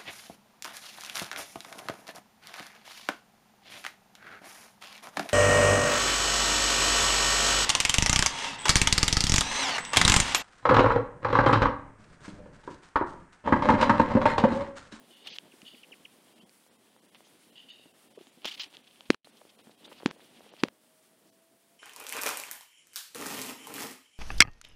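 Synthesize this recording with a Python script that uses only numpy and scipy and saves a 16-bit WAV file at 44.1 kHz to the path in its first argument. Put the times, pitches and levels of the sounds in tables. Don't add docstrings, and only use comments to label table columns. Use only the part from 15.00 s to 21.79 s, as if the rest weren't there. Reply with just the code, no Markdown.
import sys
import numpy as np
from scipy import signal
from scipy.fft import rfft, irfft
from scipy.io import wavfile
from scipy.ndimage import uniform_filter1d

SR = 44100
rng = np.random.default_rng(int(sys.argv[2]) if len(sys.argv) > 2 else 0)


def magnitude_from_level(level_db):
    exponent = np.asarray(level_db, float) / 20
    return 10 ** exponent


def wav_out(sig):
    wavfile.write(sys.argv[1], SR, np.round(np.clip(np.atleast_2d(sig).T, -1, 1) * 32767).astype(np.int16))


N = 299424


def colour(x, points):
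    hz, db = np.transpose(points)
    grid = np.linspace(1, SR / 2, 2049)
    cepstrum = irfft(np.interp(np.log(grid), np.log(hz), db) * np.log(10) / 20)
    cepstrum[1:2048] *= 2
    cepstrum[2049:] = 0
    response = irfft(np.exp(rfft(cepstrum)))[:2048]
    return signal.fftconvolve(x, response)[:N]


def unit(x):
    return x / np.sqrt(np.mean(x ** 2))


def band(x, hz, width):
    return signal.lfilter(*signal.iirpeak(hz, hz / width, fs=SR), x)


def walk(rate):
    hold = int(SR / rate)
    steps = np.repeat(rng.standard_normal(N // hold + 1), hold)
    return 1.3 * uniform_filter1d(uniform_filter1d(steps, hold), hold)[:N]


def add(out, s, piece):
    i = int(s * SR)
    out[i:i + len(piece)] += piece[:N - i]


def fade(rise, t60, seconds):
    t = np.arange(int(seconds * SR)) / SR
    return (1 - np.exp(-t / rise)) * magnitude_from_level(-60 * t / t60)


def grains(per_second, scatter_db):
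    chance = rng.random((3, N))
    size = magnitude_from_level(-scatter_db * np.log(chance[1] + 1e-4)) * np.sign(chance[2] - .5)
    return (chance[0] < per_second / SR) * size


# frequency in Hz, level in dB per Hz.
SNOW = [(120, -61), (200, -25), (236, -16), (305, -6), (499, -22.5), (621, -13.5), (693, -9), (1580, -12),
        (3160, -1), (4730, -10.5), (7890, -27.5), (15800, -40)]


def crushed_snow():
    return unit(colour(grains(6500, 2.1) * magnitude_from_level(1.8 * walk(250)), SNOW))


# start in seconds, level in dB, length in seconds, brightness in dB per octave.
BREAKS = [(0.261, -50.5, 0.01, -4), (0.27, -41, 0.016, 3), (0.28, -49.5, 0.016, 1),
          (0.328, -49.5, 0.034, 5), (2.152, -56.5, 0.02, -2), (2.248, -69, 0.057, 8),
          (3.4555, -35, 0.0032, 10.5), (3.473, -38, 0.041, 3), (3.459, -36.5, 0.019, 4),
          (3.511, -42.5, 0.032, 4), (3.595, -37, 0.043, 4.5), (3.649, -51.5, 0.019, 2),
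          (3.662, -60.5, 0.034, -5.5), (4.055, -58, 0.018, -2), (4.13, -48.5, 0.01, -1),
          (4.229, -46, 0.023, 5.5), (4.584, -62.5, 0.059, -2), (4.858, -65, 0.062, -5.5),
          (5.208, -64, 0.027, -1)]
# start in seconds, level in dB, length in seconds, brightness in dB per octave.
SINKS = [(0.236, -54, 0.041, 2.5), (0.286, -48.5, 0.051, 5.5), (0.352, -47, 0.021, 2.5),
         (1.38, -67.5, 0.069, -1), (3.419, -59, 0.035, -4), (3.444, -40.5, 0.014, -2),
         (3.535, -44.5, 0.024, 3.5), (3.567, -48, 0.035, 1.5), (3.629, -42.5, 0.02, 4),
         (3.731, -52.5, 0.03, 0), (3.867, -57, 0.018, 1), (4.361, -62, 0.028, 6.5),
         (4.491, -57.5, 0.019, 4), (4.705, -61.5, 0.02, 6), (4.84, -56, 0.029, 7.5),
         (4.923, -60, 0.017, -3), (4.954, -59.5, 0.056, 3.5), (5.333, -62, 0.061, 2),
         (5.578, -55.5, 0.045, 0), (6.203, -79.5, 0.17, 18.5)]
BREAK_PEAK, SINK_PEAK = 0.16, 0.55


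def crunch(snow):
    out = np.zeros(N)
    for steps, peak in ((BREAKS, BREAK_PEAK), (SINKS, SINK_PEAK)):
        for s, db, length, tilt_db in steps:
            u = np.arange(int(length * SR)) / (length * SR)
            shape = np.sin(np.pi * u ** (np.log(.5) / np.log(peak))) ** .8
            burst = unit(snow[int(s * SR):][:len(u)]) * shape
            piece = np.r_[burst, np.zeros(200)]
            tilt = [(200, -3.9 * tilt_db), (3000, 0), (6000, tilt_db), (16000, 1.5 * tilt_db)]
            add(out, s, magnitude_from_level(db) * colour(piece, tilt)[:len(piece)])
    return out


# start in seconds, level in dB, length in seconds, centre in Hz.
SQUEAKS = [(0.262, -50, .008, 3610), (.2705, -44.5, 0.008, 2850), (0.279, -47, 0.013, 3230),
           (0.327, -50, 0.021, 3080), (.33, -55, .018, 4700), (0.675, -50, 0.015, 2970),
           (2.23, -72, .07, 6660), (2.564, -58, 0.016, 2950), (2.692, -54, 0.018, 2873),
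           (3.197, -73, 0.16, 7050), (3.4755, -38, 0.009, 3300), (3.47, -66, .03, 14500),
           (3.535, -70, .022, 14800), (3.595, -48, .026, 5200), (3.605, -48, .025, 4130),
           (3.512, -43, 0.012, 3250), (3.54, -45, .008, 3050), (3.594, -37.5, 0.015, 3130),
           (3.632, -46, 0.014, 3040), (4.106, -47.5, .006, 8170), (4.1035, -46, .003, 10000),
           (3.596, -66, .028, 14800), (5.062, -53, .014, 7000), (5.065, -49, .008, 3200),
           (4.985, -65, .02, 4600), (4.128, -48, 0.0066, 2750), (4.245, -58, 0.015, 4150),
           (4.84, -53, .023, 3860), (4.975, -79, .028, 3550), (5.21, -64, 0.011, 3640),
           (5.59, -58, .024, 4820), (5.595, -67, 0.019, 3230)]


def squeak(snow):
    out = np.zeros(N)
    lead = 400
    for s, db, length, hz in SQUEAKS:
        width = 0.14 * hz
        piece = snow[int(s * SR) - lead:][:lead + int(length * SR)]
        ring = band(band(piece, hz, width), hz, 2 * width)[lead:]
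        swell = np.sin(np.pi * np.arange(len(ring)) / len(ring)) ** 1.1
        add(out, s, magnitude_from_level(db) * unit(ring) * swell)
    return out


# time in seconds, peak in dB, centre in Hz.
TICKS = [(0.3845, -21, 3030), (0.617, -39, 2710), (1.3803, -49, 2830), (1.4935, -44, 4700),
         (1.4935, -50, 2400), (1.4935, -49, 7500), (2.2675, -53, 2900), (.617, -45, 6300),
         (.617, -47, 4500), (.617, -49, 1300), (.2588, -40, 3300), (.2742, -33, 2800), (.3306, -39, 3070),
         (.3576, -39, 4500), (.3616, -41, 2850), (4.8477, -44, 3750), (1.664, -55, 7000),
         (1.664, -56, 2200), (3.702, -50, 2900), (3.727, -50, 3200), (3.847, -51, 2900),
         (3.5137, -36, 3270), (5.3945, -51, 2860), (5.5347, -52, 6000), (5.2458, -53, 2970),
         (5.2089, -48, 3700), (4.9277, -38, 3000), (5.0232, -48, 2600), (5.2455, -52, 6000),
         (5.417, -50, 3800), (3.5815, -46, 2900), (3.5974, -27, 3100), (3.5974, -34, 5600),
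         (3.4772, -29, 3400), (3.5396, -37, 3040), (5.3945, -48, 6000), (1.6374, -56, 3370),
         (1.8694, -55, 2510), (1.9644, -56, 3670), (2.1465, -40, 3010), (5.1055, -50, 6000),
         (2.6965, -48, 2900), (1.928, -57, 3600), (.6503, -50, 3400), (2.2059, -52, 2810),
         (3.1892, -50, 3130), (3.2111, -46, 3290), (3.269, -44, 3260), (3.4186, -44, 2930),
         (3.4456, -22, 2920), (3.4535, -19, 3110), (3.4584, -24, 3430), (3.7683, -32, 3300),
         (3.8427, -50, 2790), (3.8696, -48, 2900), (3.91, -46, 3190), (3.9584, -48, 2870),
         (4.0068, -33, 3150), (4.4109, -50, 3040), (4.5895, -46, 3130), (5.4914, -44, 3020),
         (5.5653, -42, 2680)]
# time in seconds, peak in dB, centre in Hz.
KNOCKS = [(0.91, -45, 404), (1.963, -47.5, 736), (2.146, -47, 732), (2.205, -43.5, 570),
          (2.795, -50.5, 374), (2.857, -50, 423), (2.938, -52.5, 703), (3.19, -47, 1100),
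          (3.269, -48.5, 800), (3.211, -44, 348), (3.445, -33, 775), (3.4531, -24.5, 580),
          (3.458, -33, 1150), (3.727, -50, 500), (4.0067, -39.5, 895), (1.664, -51.5, 600),
          (2.035, -52, 400), (2.269, -52, 500), (5.466, -48, 520), (5.576, -48, 800), (4.271, -41.5, 555),
          (4.415, -42.5, 611), (4.451, -44.5, 353), (4.468, -55, 366), (4.592, -48, 421),
          (4.67, -44.5, 690), (4.694, -44.5, 412), (4.853, -45, 1200), (4.879, -41.5, 600),
          (4.915, -41, 1000), (4.92, -38, 580), (4.924, -41, 800), (4.9273, -53, 900), (4.982, -49, 900),
          (5.001, -41, 895), (5.006, -41, 500), (5.015, -45, 1200), (5.074, -37, 1400), (5.023, -38.5, 759),
          (5.031, -33.5, 377), (5.106, -35, 1210), (5.1945, -47, 544), (5.204, -45, 1500),
          (5.406, -41.5, 536), (5.445, -50, 700), (5.537, -38.5, 519)]


def snaps():
    out, click = np.zeros(N), np.r_[1., np.zeros(1500)]
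    soft = signal.lfilter(*signal.butter(6, 6800, fs=SR), click)
    for s, db, hz in TICKS:
        snap = band(band(soft, hz, 0.15 * hz) + 0.12 * soft, hz, 1.7 * hz)
        add(out, s + 0.0009, magnitude_from_level(db - 3.5) * snap / snap.max())
    for s, db, hz in KNOCKS:
        knock = band(band(soft, hz, 0.95 * hz), hz, 1.8 * hz)
        add(out, s + 0.001036, magnitude_from_level(db - 1.0) * knock / knock.max())
    return out


# time in seconds, peak in dB, centre in Hz.
THUDS = [(.103, -43, 310), (.313, -39.5, 295), (.536, -44, 363), (.628, -41, 227), (0.735, -41.5, 252),
         (.908, -42.5, 302), (1.0, -44.5, 207), (1.429, -42, 217), (2.514, -49.5, 236.7),
         (2.855, -40.5, 300), (3.174, -33.5, 430), (3.206, -43, 347), (3.268, -42.5, 284),
         (3.372, -42, 283), (3.45, -32.5, 252), (4.412, -39.5, 547), (4.571, -45, 393), (4.667, -40.5, 258),
         (4.916, -38, 585), (5.028, -43, 240), (5.074, -31, 242), (5.128, -48, 330), (5.159, -47.5, 462),
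         (5.46, -43, 546), (5.517, -40, 470), (5.538, -48, 401), (5.647, -31, 510), (5.668, -45, 204),
         (6.253, -48.5, 317)]


def thuds():
    out = np.zeros(N)
    length = 4000
    for s, db, hz in THUDS:
        t60 = 0.046 * (300 / hz) ** 0.32
        puff = unit(band(rng.standard_normal(length), hz, 0.374 * hz))
        puff = puff * fade(0.0024, t60, length / SR)
        add(out, s, magnitude_from_level(db - 3.0) * band(puff, hz, 1.13 * hz))
    return out


# time in seconds, peak in dB, t60 in seconds, level of upper rings in dB.
RATTLES = [(0.1057, -54, 0.89, 2.5), (0.1594, -71, 0.45, 9), (0.1994, -79, 0.4, 9),
           (0.6503, -47, 0.42, 4.5), (0.6759, -57, 0.24, -3), (0.7094, -61, 0.3, -4),
           (0.7694, -63, 0.25, 0), (1.399, -55, 0.19, -7), (1.4202, -78, 0.27, -7), (2.555, -45.5, 0.4, -2),
           (2.5731, -59, 0.35, 4), (2.6842, -49.5, 0.41, -0.5), (2.6978, -52, 0.32, 2),
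           (2.744, -69, 0.35, 7), (2.7794, -65.5, 0.59, 5), (2.8094, -73, 0.63, 6)]
# centre in Hz, width in Hz, level in dB.
TAG_RINGS = [(1910, 190, -16), (2865, 180, 3.5), (3500, 210, -1), (3800, 220, -6.5), (4420, 230, -5),
             (4770, 90, -10), (6680, 250, -15)]
# time in seconds, lower ring in Hz, upper ring in Hz.
SWING = [(0, 2930, 3510), (.64, 2930, 3440), (.69, 3000, 3420), (.73, 2930, 3470), (.8, 3000, 3400),
         (1.4, 2860, 3500), (1.425, 3250, 3700), (2.55, 2920, 3370), (2.579, 2955, 3460),
         (2.62, 2955, 3520), (2.68, 2940, 3530), (2.705, 2900, 3580), (2.739, 2910, 3730),
         (2.79, 2810, 3700), (2.83, 2790, 3680), (2.92, 2800, 3570)]


def slide(x, shift_hz):
    return np.real(signal.hilbert(x) * np.exp(2j * np.pi * np.cumsum(shift_hz) / SR))


def tags():
    low, high = np.zeros(N), np.zeros(N)
    for s, db, t60, upper_db in RATTLES:
        add(low, s, magnitude_from_level(db - 8.0) * fade(0.0034, t60, 0.58))
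        add(high, s, magnitude_from_level(db - 12.5 + upper_db) * fade(0.0035, t60, 0.7))
    knocks = grains(4000, 1.3) * magnitude_from_level(1.4 * walk(150))
    rings = [magnitude_from_level(db) * unit(band(band(knocks, hz, w), hz, 3.0 * w)) for hz, w, db in TAG_RINGS]
    s, lower_hz, upper_hz = np.transpose(SWING)
    for k, hz in ((1, lower_hz), (2, upper_hz)):
        rings[k] = slide(rings[k], np.interp(np.arange(N) / SR, s, hz) - TAG_RINGS[k][0])
    return low * sum(rings[:2]) + high * sum(rings[2:])


# time in seconds, snap in dB, swing in dB, swing in Hz, swing t60 in seconds.
BUTTON = [
    (4.10385, .3, -1.9, 281, .0102),
    (5.06039, -4.6, -10.3, 229, .0148),
    (5.63626, -1.1, -7.8, 263, .011),
]
# sag in dB, sag in seconds, push in seconds, lean (under 1 is early), share of buzz.
THUMB = [
    (-16.5, .005, .00092, .76, .3),
    (-19.3, .0031, .00155, 1.24, .1),
    (-18.3, .0029, .00135, 1.67, .24),
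]
# time in seconds, level in dB.
RELEASE = [
    (4.1453, -20.5),
    (4.146, -25),
    (5.1116, -22.5),
    (5.685, -25.5),
]


def dome(t, db):
    snap_s = .000035
    return magnitude_from_level(db) * (np.e * t / snap_s / 2) ** 2 * np.exp(-t / snap_s)


def button():
    out, t = np.zeros(N), np.arange(int(.05 * SR)) / SR
    for (s, snap_db, swing_db, hz, t60), (sag_db, sag, push, lean, buzz) in zip(BUTTON, THUMB):
        sagging = t[t < sag + .0001]
        add(out, s - sag, -magnitude_from_level(sag_db) * np.sin(np.pi / 2 * sagging / sag) ** 2)
        add(out, s, dome(t, snap_db))
        pushing = t[t < push]
        hump = np.sin(np.pi * (pushing / push) ** lean) ** .7
        add(out, s, magnitude_from_level(-12.2) * hump * (1 + buzz * np.sin(2 * np.pi * 2500 * pushing)))
        add(out, s + push, -magnitude_from_level(swing_db) * np.sin(2 * np.pi * hz * t) * magnitude_from_level(-60 * t / t60))
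    add(out, 4.10338, dome(t, -13) + magnitude_from_level(-21) * (t < .0005))
    for s, db in RELEASE:
        add(out, s, dome(t, db))
    return out


# start in seconds, end in seconds, jolt in dB, jolt t60 in seconds, creak in dB.
HOLD = [
    (4.103, 4.154, -25.5, 0.04, -52),
    (5.063, 5.115, -38, 0.03, -47),
    (5.635, 5.688, -35.5, 0.053, -49.5),
]
# frequency in Hz, level in dB per Hz.
CREAK = [(35, -40.5), (60, -9), (211, 0), (1010, -16.5), (1190, -20), (3160, -21.5), (6990, -33.5),
         (13700, -40.5), (15800, -48)]


def creak():
    out = np.zeros(N)
    rubbing = unit(colour(grains(2700, 2.0) * magnitude_from_level(1.6 * walk(150)), CREAK))
    for s, end, jolt_db, t60, creak_db in HOLD:
        jolt = magnitude_from_level(jolt_db) * fade(0.00073, t60, end - s)
        piece = rubbing[int(s * SR):][:len(jolt)]
        add(out, s, magnitude_from_level(creak_db) * piece + jolt * (3.0 * band(piece, 5500, 6000) + .15 * piece))
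    return out


# middle in seconds, signed size,
# length in seconds.
HUMPS = [
    (3.459, .001, .014),
    (4.1055, .012, .006),
    (4.1097, -.01, .004),
    (4.0985, -.005, .005),
    (5.061, .013, .003),
    (5.637, .015, .003),
    (5.6392, -.005, .003),
]
# time in seconds, level in dB, lower limit in Hz.
EDGES = [
    (4.10392, -39, 13000),
    (5.06046, -36, 12500),
    (5.63633, -35, 12500),
    (5.685, -38, 7000),
]


def humps():
    out = np.zeros(N)
    for s, size, length in HUMPS:
        add(out, s - length / 2, size * np.hanning(int(length * SR)) ** .7)
    for s, db, hz in EDGES:
        impulse = np.arange(60) == 0
        add(out, s, magnitude_from_level(db) * signal.lfilter(*signal.butter(2, hz, "high", fs=SR), impulse))
    return out


# middle in seconds, level in dB, middle in Hz, length in seconds.
CHIPS = [
    (0.521, -54.5, 2780, .014),
    (0.62, -50, 2970, 0.0055),
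    (0.748, -50, 2600, 0.0078),
    (.835, -44.5, 2890, 0.0083),
    (.845, -49, 2880, 0.0052),
    (0.925, -43.5, 2825, .017),
    (0.94, -49.5, 2850, 0.0076),
    (1.054, -40, 2940, 0.0088),
    (1.063, -56, 3180, .0094),
]


def bird():
    out = np.zeros(N)
    fall_hz, bend = 1050, 0.34
    for s, db, hz, length in CHIPS:
        t = np.arange(-length, length, 1 / SR)
        fall = fall_hz * (t ** 2 / length / 2 + bend * t ** 3 / length ** 2 / 3)
        phase = 2 * np.pi * (hz * t - fall)
        swell = np.exp(-np.where(t < 0, 9.0, 3.0) * (t / length) ** 2)
        add(out, s - length, magnitude_from_level(db) * swell * (np.sin(phase) + 0.073 * np.sin(2 * phase)))
    return out


# time in seconds, level in dB.
WHINE = [(5.72, -81), (5.85, -73), (5.99, -68), (6.05, -76), (6.14, -67), (6.2, -90), (6.27, -72),
         (6.42, -69), (6.55, -70), (6.62, -78), (6.74, -70), (6.79, -73)]


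def whine():
    s, db = np.transpose(WHINE)
    t = np.arange(N) / SR
    hz = 623 + 53 * (t - s[0]) + 3.1 * walk(25)
    phase = 2 * np.pi * np.cumsum(hz) / SR
    lower = .55 * (t > 6.24) * (t < 6.56) * np.sin(phase / 2)
    return (np.sin(phase) + lower) * magnitude_from_level(np.interp(t, s, db, left=-140) + .2 + 1.2 * walk(30))


# frequency in Hz, level in dB per Hz.
RUMBLE = [(15, -51), (25, -30.5), (81, -16), (230, 3), (357, -1.5), (703, -5), (860, -9), (1180, -15),
          (1520, -18), (2000, -16), (2600, -30), (4400, -120)]
# frequency in Hz, level in dB per Hz.
HISS = [(530, -33.5), (900, -0.5), (1370, -2.5), (1490, -1.5), (3790, -6), (5120, -4.5), (6660, -6.5),
        (9320, -1), (14200, -10.5), (15800, -11)]
# start in seconds, hiss in dB, wind at its start in dB, wind at its end in dB, snow in dB.
SHOTS = [
    (0, 4.5, -62.5, -64, 2),
    (1.45, 3, -65, -66, 0.5),
    (4.199, 3.5, -66, -59.5, -0.5),
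    (5.687, 1.5, -71.5, -71, -15.5),
]
# time in seconds, level in dB.
STIR = [(0, -1.5), (.7, 1), (1.25, -3.5), (1.34, 0), (1.45, -10.5), (1.65, -5.5), (2.4, -0.5), (2.6, 1),
        (2.9, -5.5), (3.2, 2.5), (3.4, -1.5), (3.65, 3), (4.09, 1), (4.34, 1), (4.72, -2.5), (4.9, 8),
        (5.12, 1), (5.62, 6)]


def air():
    t = np.arange(N) / SR
    start, hiss_db, first_db, last_db, snow_db = np.transpose(SHOTS)
    shot = np.searchsorted(start, t, "right") - 1
    gone = (t - start[shot]) / np.diff(np.r_[start, N / SR])[shot]
    stir_db = np.interp(t, *np.transpose(STIR))
    wind_db = first_db[shot] + gone * (last_db - first_db)[shot] + 0.3 * stir_db
    puffs = grains(700, 2.2) + .3 * rng.standard_normal(N)
    rumble = unit(colour(puffs * magnitude_from_level(2.0 * walk(25)), RUMBLE))
    settle = unit(colour(grains(6000, 0.93) * magnitude_from_level(1.1 * walk(30)), SNOW))
    hiss = unit(colour(rng.standard_normal(N) * magnitude_from_level(1.5 * walk(33)), HISS))
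    settle = settle * magnitude_from_level(-68.5 + stir_db + snow_db[shot])
    return rumble * magnitude_from_level(wind_db) + settle + hiss * magnitude_from_level(-70 + hiss_db[shot])


# start in seconds, end in seconds, peak in dB.
SENSOR = [
    (.0034, 1.1, -77),
    (.407, 1.45, -78),
    (1.4579, 4.14, -79),
    (4.2486, 5.0, -76),
    (5.0039, 5.68, -78),
    (5.6915, 6.79, -73.5),
]


def sensor():
    t, gate = np.arange(N) / SR, np.zeros(N)
    field_hz, puff_s, hiss_hz, width_hz = 119.88, .0004, 14100, 3000
    for s, end, db in SENSOR:
        off = (((t - s) * field_hz + .5) % 1 - .5) / field_hz
        gate += magnitude_from_level(db + 3) * np.exp(-.5 * (off / puff_s) ** 2) * (t > s - .002) * (t < end)
    return gate * unit(band(band(rng.standard_normal(N), hiss_hz, width_hz), hiss_hz, 2 * width_hz))


def shimmer(x):
    top = signal.sosfiltfilt(signal.butter(2, 11030, "high", fs=SR, output="sos"), x)
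    return x + top * (magnitude_from_level(1.3 * walk(25) - 0.9) - 1)


def scene():
    snow = crushed_snow()
    dog = crunch(snow) + squeak(snow) + snaps() + thuds() + tags()
    field = shimmer(dog + bird() + whine() + air())
    field = signal.sosfilt(signal.butter(1, 45, "high", fs=SR, output="sos"), field)
    case = button() + creak()
    case = signal.sosfiltfilt(signal.butter(1, [95, 8200], "band", fs=SR, output="sos"), case)
    case = signal.sosfiltfilt(signal.butter(2, 12000, fs=SR, output="sos"), case)
    return (field + case + humps() + sensor())[None]


# middle in seconds, lower limit in Hz.
THINNED = [(.157, 4500), (.25, 5000), (.31, 5300), (.333, 5500), (1.345, 1500), (1.405, 1500), (1.45, 1200),
           (1.692, 2000), (1.71, 5500), (1.775, 1200), (1.98, 4300), (2.01, 1200), (2.072, 3300),
           (2.11, 900), (2.162, 5500), (2.514, 900), (2.716, 5000), (2.93, 900), (3.094, 900), (3.141, 900),
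           (3.177, 1200), (3.31, 4000), (3.69, 4500), (3.825, 4000), (4.316, 3000), (4.572, 1500),
           (4.627, 900), (4.766, 1200), (4.885, 5000), (5.167, 3200), (5.51, 5000), (6.313, 900)]
# middle in seconds, lower limit in Hz, upper limit in Hz.
EMPTIED = [
    (.303, 7300, 16000),
    (.311, 7400, 16000),
    (.32, 7800, 16000),
    (.332, 8100, 16000),
    (.318, 950, 1600),
    (3.606, 7300, 14200),
    (3.61, 7300, 14200),
    (3.611, 0, 450),
    (5.097, 7000, 16000),
    (5.518, 7400, 16000),
]


def thin(x):
    size = 1536
    out, window, hz = x.copy(), np.hanning(size) ** .5, np.arange(size // 2 + 1) * SR / size
    thinned = [(s, from_hz, 16000, .14) for s, from_hz in THINNED]
    emptied = [(*row, .006) for row in EMPTIED]
    for s, from_hz, to_hz, share in thinned + emptied:
        i = int(s * SR) - size // 2
        lines = rfft(out[i:i + size] * window)
        strength = uniform_filter1d(abs(lines), size=3) / uniform_filter1d(abs(lines), size=60)
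        weak = (hz > from_hz) & (hz < to_hz) & (strength < np.quantile(strength, 1 - share))
        out[i:i + size] -= .94 * window * irfft(lines * weak)
    return out


def top_cut(x):
    return signal.sosfilt(signal.butter(12, 16620, fs=SR, output="sos"), x)


# start in seconds, end in seconds.
GAP_S = (4.149, 4.2455)


def record(dry):
    t = np.arange(N) / SR
    inside = (t > GAP_S[0]) & (t < GAP_S[1])
    gate = np.where(inside, magnitude_from_level(-18.0 - 340 * (t - GAP_S[0])), 1)
    gated = dry * uniform_filter1d(gate, size=40)
    cut = signal.sosfiltfilt(signal.ellip(8, .1, 25, 15800, fs=SR, output="sos"), gated)
    mix = thin(cut[0])[None]
    return top_cut(mix)


dry = scene()
out = record(dry)
wav_out(out)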